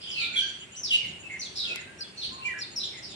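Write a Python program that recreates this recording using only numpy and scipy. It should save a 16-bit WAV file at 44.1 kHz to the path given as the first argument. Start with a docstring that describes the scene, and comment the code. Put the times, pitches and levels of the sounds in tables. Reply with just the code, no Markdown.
"""An echoing courtyard. Birds call in quick groups of mostly falling whistles, clear or raspy, with
soft low whistles farther off and a thin high chirp about eight times a second. Each note is a gliding
sine; shaking its pitch and level makes the rasp. The walls return echoes that crowd together and fade.
Small dry contacts tick and dull bumps swell over a quiet distant rumble and faint hiss."""
import sys
import numpy as np
from scipy import signal
from scipy.fft import rfft, irfft
from scipy.io import wavfile
from scipy.ndimage import uniform_filter1d

SR = 44100
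rng = np.random.default_rng(int(sys.argv[2]) if len(sys.argv) > 2 else 0)


def inscribe(sig):
    """Save sig as 16-bit PCM at rate SR to the path in sys.argv[1].

    A 1-D sig is mono; a 2-D sig holds one channel per row.
    Samples are clipped to [-1, 1] before scaling.
    """
    pcm = np.round(np.clip(np.atleast_2d(sig).T, -1, 1) * 32767)
    wavfile.write(sys.argv[1], SR, pcm.astype(np.int16))


N = 138915

# Bird notes: start_s, length_s, start_hz, middle_hz, end_hz, level_db, rasp (0-1), echo_re_note_db
BIRD_NOTES = [ (0.0, 0.069, 4800, 4810, 4850, -47.5, 0.6, -3),
              (0.0, 0.22, 3440, 3080, 3000, -42.5, 0.68, 3),
              (.10, 0.068, 5390, 4930, 4030, -42.5, 0.7, -1.5),
              (.145, 0.096, 2836, 2537, 2308, -36.5, 0.22, 5),
              (.165, 0.091, 4586, 4053, 3495, -39, 0.56, 7), (.33, 0.047, 2408, 2365, 2317, -39, 0.34, 1.5),
              (.352, 0.063, 3424, 3260, 3089, -25, 0.31, -1.5),
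              (.34, 0.11, 3950, 4380, 4260, -52.5, 0.93, 10),
              (.385, 0.061, 5840, 5940, 6010, -52, 0.22, 5.5), (.61, 0.034, 3070, 2980, 2930, -44, 0, -27),
              (.742, 0.028, 7500, 7800, 8500, -55, 0, -2), (.746, 0.02, 3440, 4220, 5750, -55, 0.2, -4),
              (.757, 0.058, 5760, 6100, 6060, -41, 0.5, -3),
              (.829, 0.039, 6010, 5200, 4400, -32, 0.34, -1.5),
              (.866, 0.04, 3990, 3680, 3000, -39.5, 0.57, 0), (.905, 0.045, 3263, 3644, 4510, -38, 0.6, 4),
              (.903, 0.03, 3224, 2913, 2800, -24.5, 0.2, -3),
              (.929, 0.038, 2800, 2843, 3008, -20.5, 0.26, -2.5),
              (.945, .12, 2680, 2402, 2002, -47.5, 0.32, 2.5),
              (1.225, 0.055, 2740, 2615, 2640, -48, 0.04, 6),
              (1.287, 0.094, 2194, 2139, 2094, -39, 0.43, -5.5),
              (1.39, 0.031, 5770, 6000, 5360, -38.5, 0.57, -3),
              (1.412, 0.027, 4800, 4330, 4060, -36, 0.27, -1.5),
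              (1.448, 0.03, 3920, 3565, 3340, -42.5, 0.5, -2.5),
              (1.55, 0.05, 4740, 4760, 4190, -38.5, 1, 5.5), (1.588, 0.03, 4146, 3830, 3750, -35, 0.33, 5),
              (1.628, 0.036, 4373, 3572, 3210, -35, 0.79, 0),
              (1.645, 0.076, 2950, 2644, 2590, -41.5, 0.2, 3),
              (1.697, 0.041, 2553, 2540, 2560, -33.5, 0.06, -7.5),
              (1.73, 0.06, 2264, 2085, 1883, -53, 0.53, 11),
              (1.983, 0.032, 5610, 5680, 5630, -48.5, 0.13, -9.5),
              (2.003, 0.034, 4150, 4370, 4240, -41, 0.28, -7),
              (2.004, 0.027, 4870, 4923, 4860, -36.5, 0.15, -12),
              (2.03, 0.053, 3600, 3380, 3440, -49.5, 0.08, -2),
              (2.165, 0.061, 4285, 4263, 3950, -43.5, 0.4, 4), (2.155, .10, 6150, 5190, 5480, -57, 1, 7.5),
              (2.21, 0.048, 3960, 3470, 2970, -38.5, 0.63, -1.5),
              (2.222, 0.048, 4430, 4270, 3930, -37.5, 0.46, 2),
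              (2.415, 0.052, 2637, 2770, 2970, -42.5, 0.2, 2),
              (2.445, 0.043, 2337, 2375, 2320, -31, 0.01, -4),
              (2.475, 0.052, 2068, 1982, 1860, -37, .2, -0.5),
              (2.525, 0.082, 1686, 1676, 1688, -42, 0.5, -9),
              (2.581, 0.038, 5420, 5590, 5370, -44, 0.4, -9),
              (2.606, 0.036, 4100, 4350, 3420, -40, 0.47, 0),
              (2.614, 0.019, 5000, 4880, 4780, -34.5, 0.2, -10.5),
              (2.757, 0.038, 5970, 5350, 4850, -31.5, 0.26, -2),
              (2.797, 0.023, 4026, 4010, 3980, -37, 0.36, 4.5),
              (2.828, 0.019, 3366, 3530, 3690, -34.5, 0.83, 3.5),
              (2.91, 0.1, 2360, 2087, 1917, -51.5, 0.4, 1.5),
              (3.02, 0.031, 5740, 5070, 4740, -51, 0.58, 12),
              (3.065, 0.13, 4360, 3465, 3760, -54.5, 0.46, 9)]
# Further whistles, sharing one rasp and echo level: start_s, length_s, start_hz, middle_hz, end_hz, level_db
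PLAIN_WHISTLES = [ (0.154, 0.21, 1386, 1387, 1530, -58), (0.34, 0.16, 1481, 1588, 1608, -50),
                  (0.619, 0.047, 2016, 2050, 2030, -61.5), (0.71, 0.058, 3010, 2954, 2940, -53.5),
                  (1.613, 0.147, 1416, 1408, 1457, -56.5), (1.795, 0.25, 1470, 1613, 1543, -59.5),
                  (2.28, 0.2, 1014, 1061, 1011, -53)]
# Runs of the high chirp: start_s, end_s, spacing_s
HIGH_CHIRP_RUNS = [(0.087, 0.4, 0.12), (0.476, 1.85, 0.12), (2.325, 3.15, 0.129)]
# Courtyard decay: frequency_hz, t60_s
COURTYARD_DECAY = [(1000, 0.58), (3000, 0.5), (5000, 0.58), (10000, 0.18)]
# Small contacts: start_s, level_db, centre_hz, decay_s, left_minus_right_db
CONTACT_TICKS = [(0.933, -38, 7900, 0.0045, -14), (1.062, -48, 9500, 0.0017, -18),
                 (1.7592, -23.5, 2840, 0.0013, 4)]
# Dull bumps: start_s, length_s, level_db, low_hz, high_hz
DULL_BUMPS = [(0.194, 0.19, -56.5, 55, 325), (1.001, 0.18, -48, 95, 208), (1.661, 0.13, -48.5, 284, 624),
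              (2.238, 0.15, -49, 59.5, 211)]
# Rumble spectrum: frequency_hz, relative_db
RUMBLE_SPECTRUM = [(25, -23.5), (86, 1), (196, 0), (300, -3.5), (380, 1), (430, -5.5), (800, -8.5),
                   (1200, -12.5), (1560, -72)]
# Rumble envelope: time_s, level_db
RUMBLE_ENVELOPE = [(0.0, -56), (0.26, -50), (0.77, -57), (0.85, -52), (1.79, -52), (2.1, -53.5),
                   (3.15, -51)]
# Background hiss spectrum: frequency_hz, relative_db
AIR_SPECTRUM = [(1200, -12.5), (2000, -13.5), (2700, -6), (3700, -13.5), (5800, -22.5), (7200, -17.5),
                (9000, -17), (10700, -39), (15500, -47)]
# Background stereo likeness: frequency_hz, left_right_correlation
STEREO_CORRELATION = [(60, 1), (150, 0.82), (300, 0.72), (600, 0.28), (1200, 0), (10000, 0.13)]
# Microphone imbalance: frequency_hz, left_minus_right_db
MIC_TILT = [(900, 0.45), (1900, -2), (3800, -2), (7500, 3), (12000, 9)]

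ATTACK_SHARE, RELEASE_SHARE = 0.25, 0.1  # of note length
RASP_HZ, RASP_PITCH_SHARE, RASP_LEVEL_DB = 282, 0.081, 5  # depths: rms at full rasp
SECOND_DB, THIRD_DB, BREATH_DB = -25.5, -29.5, -30  # re fundamental
BREATH_LOW_HZ, BREATH_HIGH_HZ = 2640, 10500
OVERTONE_TOP_HZ, OVERTONE_LEAK_DB, OVERTONE_BLUR_RAD = 11300, -25, 0.96
WHISTLE_RASP, WHISTLE_ECHO_DB = 0.29, 2
CHIRP_S, CHIRP_HZ, CHIRP_SPREAD_HZ, CHIRP_RASP = 0.027, 6970, 78, 0.25
CHIRP_DB, CHIRP_ECHO_DB, CHIRP_UPPER_HZ, CHIRP_UPPER_DB = -51.5, -3, 8730, -12
RIGHT_LAG_S = 0.0005333
ECHO_DELAY_S, ECHO_BUILD_S, FIRST_ECHOES_PER_S, CROWDING_S = 0.0031, 0.0015, 350, 0.05
TICK_BANDWIDTH_SHARE, TICK_TOP_HZ = 0.9, 11000
AIR_DB, CUTOFF_HZ = -49, 15600
SUPPRESS_DB, SUPPRESS_KNEE_DB, SUPPRESS_HALF_DEPTH_HZ = 6, 5, 2150


def whistle(length_s, pitches_hz, rasp, wobble, breath):
    """One note: a sine on a bent glide, shaken in pitch and level, with weak overtones and breath."""
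    n = int(length_s * SR)
    progress = np.linspace(0, 1, n)
    glide_hz = np.polyval(np.polyfit([0, .5, 1], pitches_hz, 2), progress)
    hz = glide_hz * (1 + RASP_PITCH_SHARE * rasp * piece(wobble, n))
    phase = 2 * np.pi * np.cumsum(hz) / SR
    tone = np.sin(phase) + from_db(BREATH_DB) * piece(breath, n)
    for k, db in ((2, SECOND_DB), (3, THIRD_DB)):
        rolloff = 1 / (1 + (k * hz / OVERTONE_TOP_HZ) ** 20) + from_db(OVERTONE_LEAK_DB)
        tone += from_db(db) * rolloff * np.sin(k * (phase + OVERTONE_BLUR_RAD * piece(wobble, n)))
    ramp = np.clip(np.minimum(progress / ATTACK_SHARE, (1 - progress) / RELEASE_SHARE), 0, 1)
    flutter = from_db(RASP_LEVEL_DB * rasp * piece(wobble, n))
    return unit_rms(tone * np.sin(np.pi / 2 * ramp) ** 2 * flutter)


def high_chirp(wobble, breath):
    """Thin chirp: two short whistles sharing one random bend."""
    bend_hz = CHIRP_SPREAD_HZ * rng.standard_normal(3)
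    main = whistle(CHIRP_S, CHIRP_HZ + bend_hz, CHIRP_RASP, wobble, breath)
    upper = whistle(CHIRP_S, CHIRP_UPPER_HZ + bend_hz, CHIRP_RASP, wobble, breath)
    return main + from_db(CHIRP_UPPER_DB) * upper


def birds():
    """All calls, in two rows: direct sound, sound sent to the walls."""
    out = np.zeros((2, N))
    wobble = unit_rms(bandpass(rng.standard_normal(N), RASP_HZ / 8, RASP_HZ))
    breath = bandpass(rng.standard_normal(N), BREATH_LOW_HZ, BREATH_HIGH_HZ)
    breath = unit_rms(lowpass(breath, BREATH_HIGH_HZ, order=8))
    notes = list(BIRD_NOTES) + [(*row, WHISTLE_RASP, WHISTLE_ECHO_DB) for row in PLAIN_WHISTLES]
    for start_s, length_s, *pitches_hz, db, rasp, echo_db in notes:
        note = whistle(length_s, pitches_hz, rasp, wobble, breath)
        add(out, start_s, from_db([[db], [db + echo_db]]) * note)
    chirp_gains = from_db([[CHIRP_DB], [CHIRP_DB + CHIRP_ECHO_DB]])
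    for run in HIGH_CHIRP_RUNS:
        for start_s in np.arange(*run):
            add(out, start_s, chirp_gains * high_chirp(wobble, breath))
    return out


def courtyard(x):
    """Wall echoes: separate at first, then crowding together, dying sooner in the treble."""
    t = np.arange(SR) / SR
    chance = np.minimum(FIRST_ECHOES_PER_S * (1 + (t / CROWDING_S) ** 2) / SR, 1)
    signs = rng.choice([-1, 1], (2, 2, SR))  # two stereo sets, for alternate bands
    echoes = signs * (rng.random((2, 2, SR)) < chance) / np.sqrt(chance)
    edges_hz = np.geomspace(700, 16000, 8)
    response = np.zeros((2, SR))
    for k, (low_hz, high_hz) in enumerate(zip(edges_hz, edges_hz[1:])):
        t60_s = at_hz(COURTYARD_DECAY, np.sqrt(low_hz * high_hz))
        response += bandpass(echoes[k % 2], low_hz, high_hz) * from_db(-60 * t / t60_s)
    response *= 1 - np.exp(-np.maximum(t - ECHO_DELAY_S, 0) / ECHO_BUILD_S)
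    return signal.fftconvolve(x[None], unit_rms(response) / np.sqrt(2 * SR), axes=1)[:, :N]


def ticks():
    """Tiny dry contacts close by: fast-decaying noise with one broad resonance."""
    out, t = np.zeros((2, N)), np.arange(SR // 10) / SR
    for start_s, db, hz, decay_s, pan_db in CONTACT_TICKS:
        radius = np.exp(-np.pi * TICK_BANDWIDTH_SHARE * hz / SR)
        resonator = [1, -2 * radius * np.cos(2 * np.pi * hz / SR), radius ** 2]
        crack = signal.lfilter([1, 0, -1], resonator, rng.standard_normal((2, len(t))))
        crack = unit_rms(lowpass(crack, TICK_TOP_HZ, order=4))
        add(out, start_s, from_db(db) * pan(pan_db) * crack * np.exp(-t / decay_s))
    return out


def bumps():
    """Dull swells of low noise, as of something being shifted."""
    out = np.zeros(N)
    for start_s, length_s, db, low_hz, high_hz in DULL_BUMPS:
        n = int(length_s * SR)
        noise = unit_rms(bandpass(rng.standard_normal(SR), low_hz, high_hz)[:n])
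        add(out, start_s, from_db(db) * np.hanning(n) * noise)
    return out


def background(spectrum):
    """Steady stereo noise, alike on both sides in the bass only."""
    hz = np.maximum(np.arange(N // 2 + 1) * SR / N, 1)
    correlation = at_hz(STEREO_CORRELATION, hz)
    mid, side = rfft(rng.standard_normal((2, N)))
    stereo = np.sqrt(1 + correlation) * mid + np.sqrt(1 - correlation) * side * [[1], [-1]]
    passband = 1 / (1 + (hz / spectrum[-1][0]) ** 10) / (1 + (spectrum[0][0] / hz) ** 10)
    return unit_rms(irfft(passband * from_db(at_hz(spectrum, hz)) * stereo, N))


def suppress_hiss(x):
    """Noise suppressor: turns down each treble band while it lies near its own noise floor."""
    hz, _, frames = signal.stft(x, SR, nperseg=512)
    power = (abs(frames) ** 2).mean(axis=0)
    power = uniform_filter1d(uniform_filter1d(power, size=9, axis=0), size=5, axis=1)
    level_db = 10 * np.log10(np.maximum(power, 1e-20))
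    over_floor_db = level_db - np.percentile(level_db, 10, axis=1, keepdims=True)
    treble_share = np.clip(hz / SUPPRESS_HALF_DEPTH_HZ - .5, 0, 1)[:, None]
    cut_db = SUPPRESS_DB * np.clip(1 - over_floor_db / SUPPRESS_KNEE_DB, 0, 1) * treble_share
    return signal.istft(frames * from_db(-cut_db), SR)[1][:, :N]


def from_db(db):
    """Decibels to gain."""
    return 10 ** (np.asarray(db) / 20)


def unit_rms(x):
    """Scale to unit power."""
    return x / np.sqrt(np.mean(x ** 2) + 1e-20)


def at_hz(table, hz):
    """Read a table on a log-frequency axis."""
    table_hz, values = np.transpose(table)
    return np.interp(np.log(hz), np.log(table_hz), values)


def bandpass(x, low_hz, high_hz):
    """Gentle band-pass."""
    return signal.sosfilt(signal.butter(2, [low_hz, high_hz], "band", fs=SR, output="sos"), x)


def lowpass(x, top_hz, order):
    """Flat low-pass."""
    return signal.sosfilt(signal.butter(order, top_hz, fs=SR, output="sos"), x)


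def pan(left_minus_right_db):
    """Left and right gains."""
    return from_db(left_minus_right_db * np.array([[.5], [-.5]]))


def piece(noise, n):
    """A random stretch of n samples."""
    i = rng.integers(len(noise) - SR)
    return noise[i:i + n]


def add(out, start_s, x):
    """Mix x in at start_s."""
    i = int(start_s * SR)
    out[..., i:i + x.shape[-1]] += x[..., :max(N - i, 0)]


def scene():
    """Birds, heard first on the left, with echoes, ticks, bumps and background."""
    t = np.arange(N) / SR
    direct, to_walls = birds()
    delayed = np.interp(t - RIGHT_LAG_S, t, direct)
    calls = np.array([direct, delayed]) + courtyard(to_walls)
    rumble_db = np.interp(t, *np.transpose(RUMBLE_ENVELOPE))
    rumble = from_db(rumble_db) * background(RUMBLE_SPECTRUM)
    air = from_db(AIR_DB) * background(AIR_SPECTRUM)
    return calls + ticks() + bumps() + rumble + air


def record(dry):
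    """Left microphone brighter than right; hiss suppressed in pauses; steep top cut."""
    hz = np.maximum(np.arange(N + 1) * SR / (2 * N), 1)
    tilted = irfft(rfft(dry, 2 * N) * pan(at_hz(MIC_TILT, hz)))[:, :N]
    top_cut = signal.ellip(10, .1, 70, CUTOFF_HZ, fs=SR, output="sos")
    return signal.sosfilt(top_cut, suppress_hiss(tilted))


dry = scene()
out = record(dry)
inscribe(out)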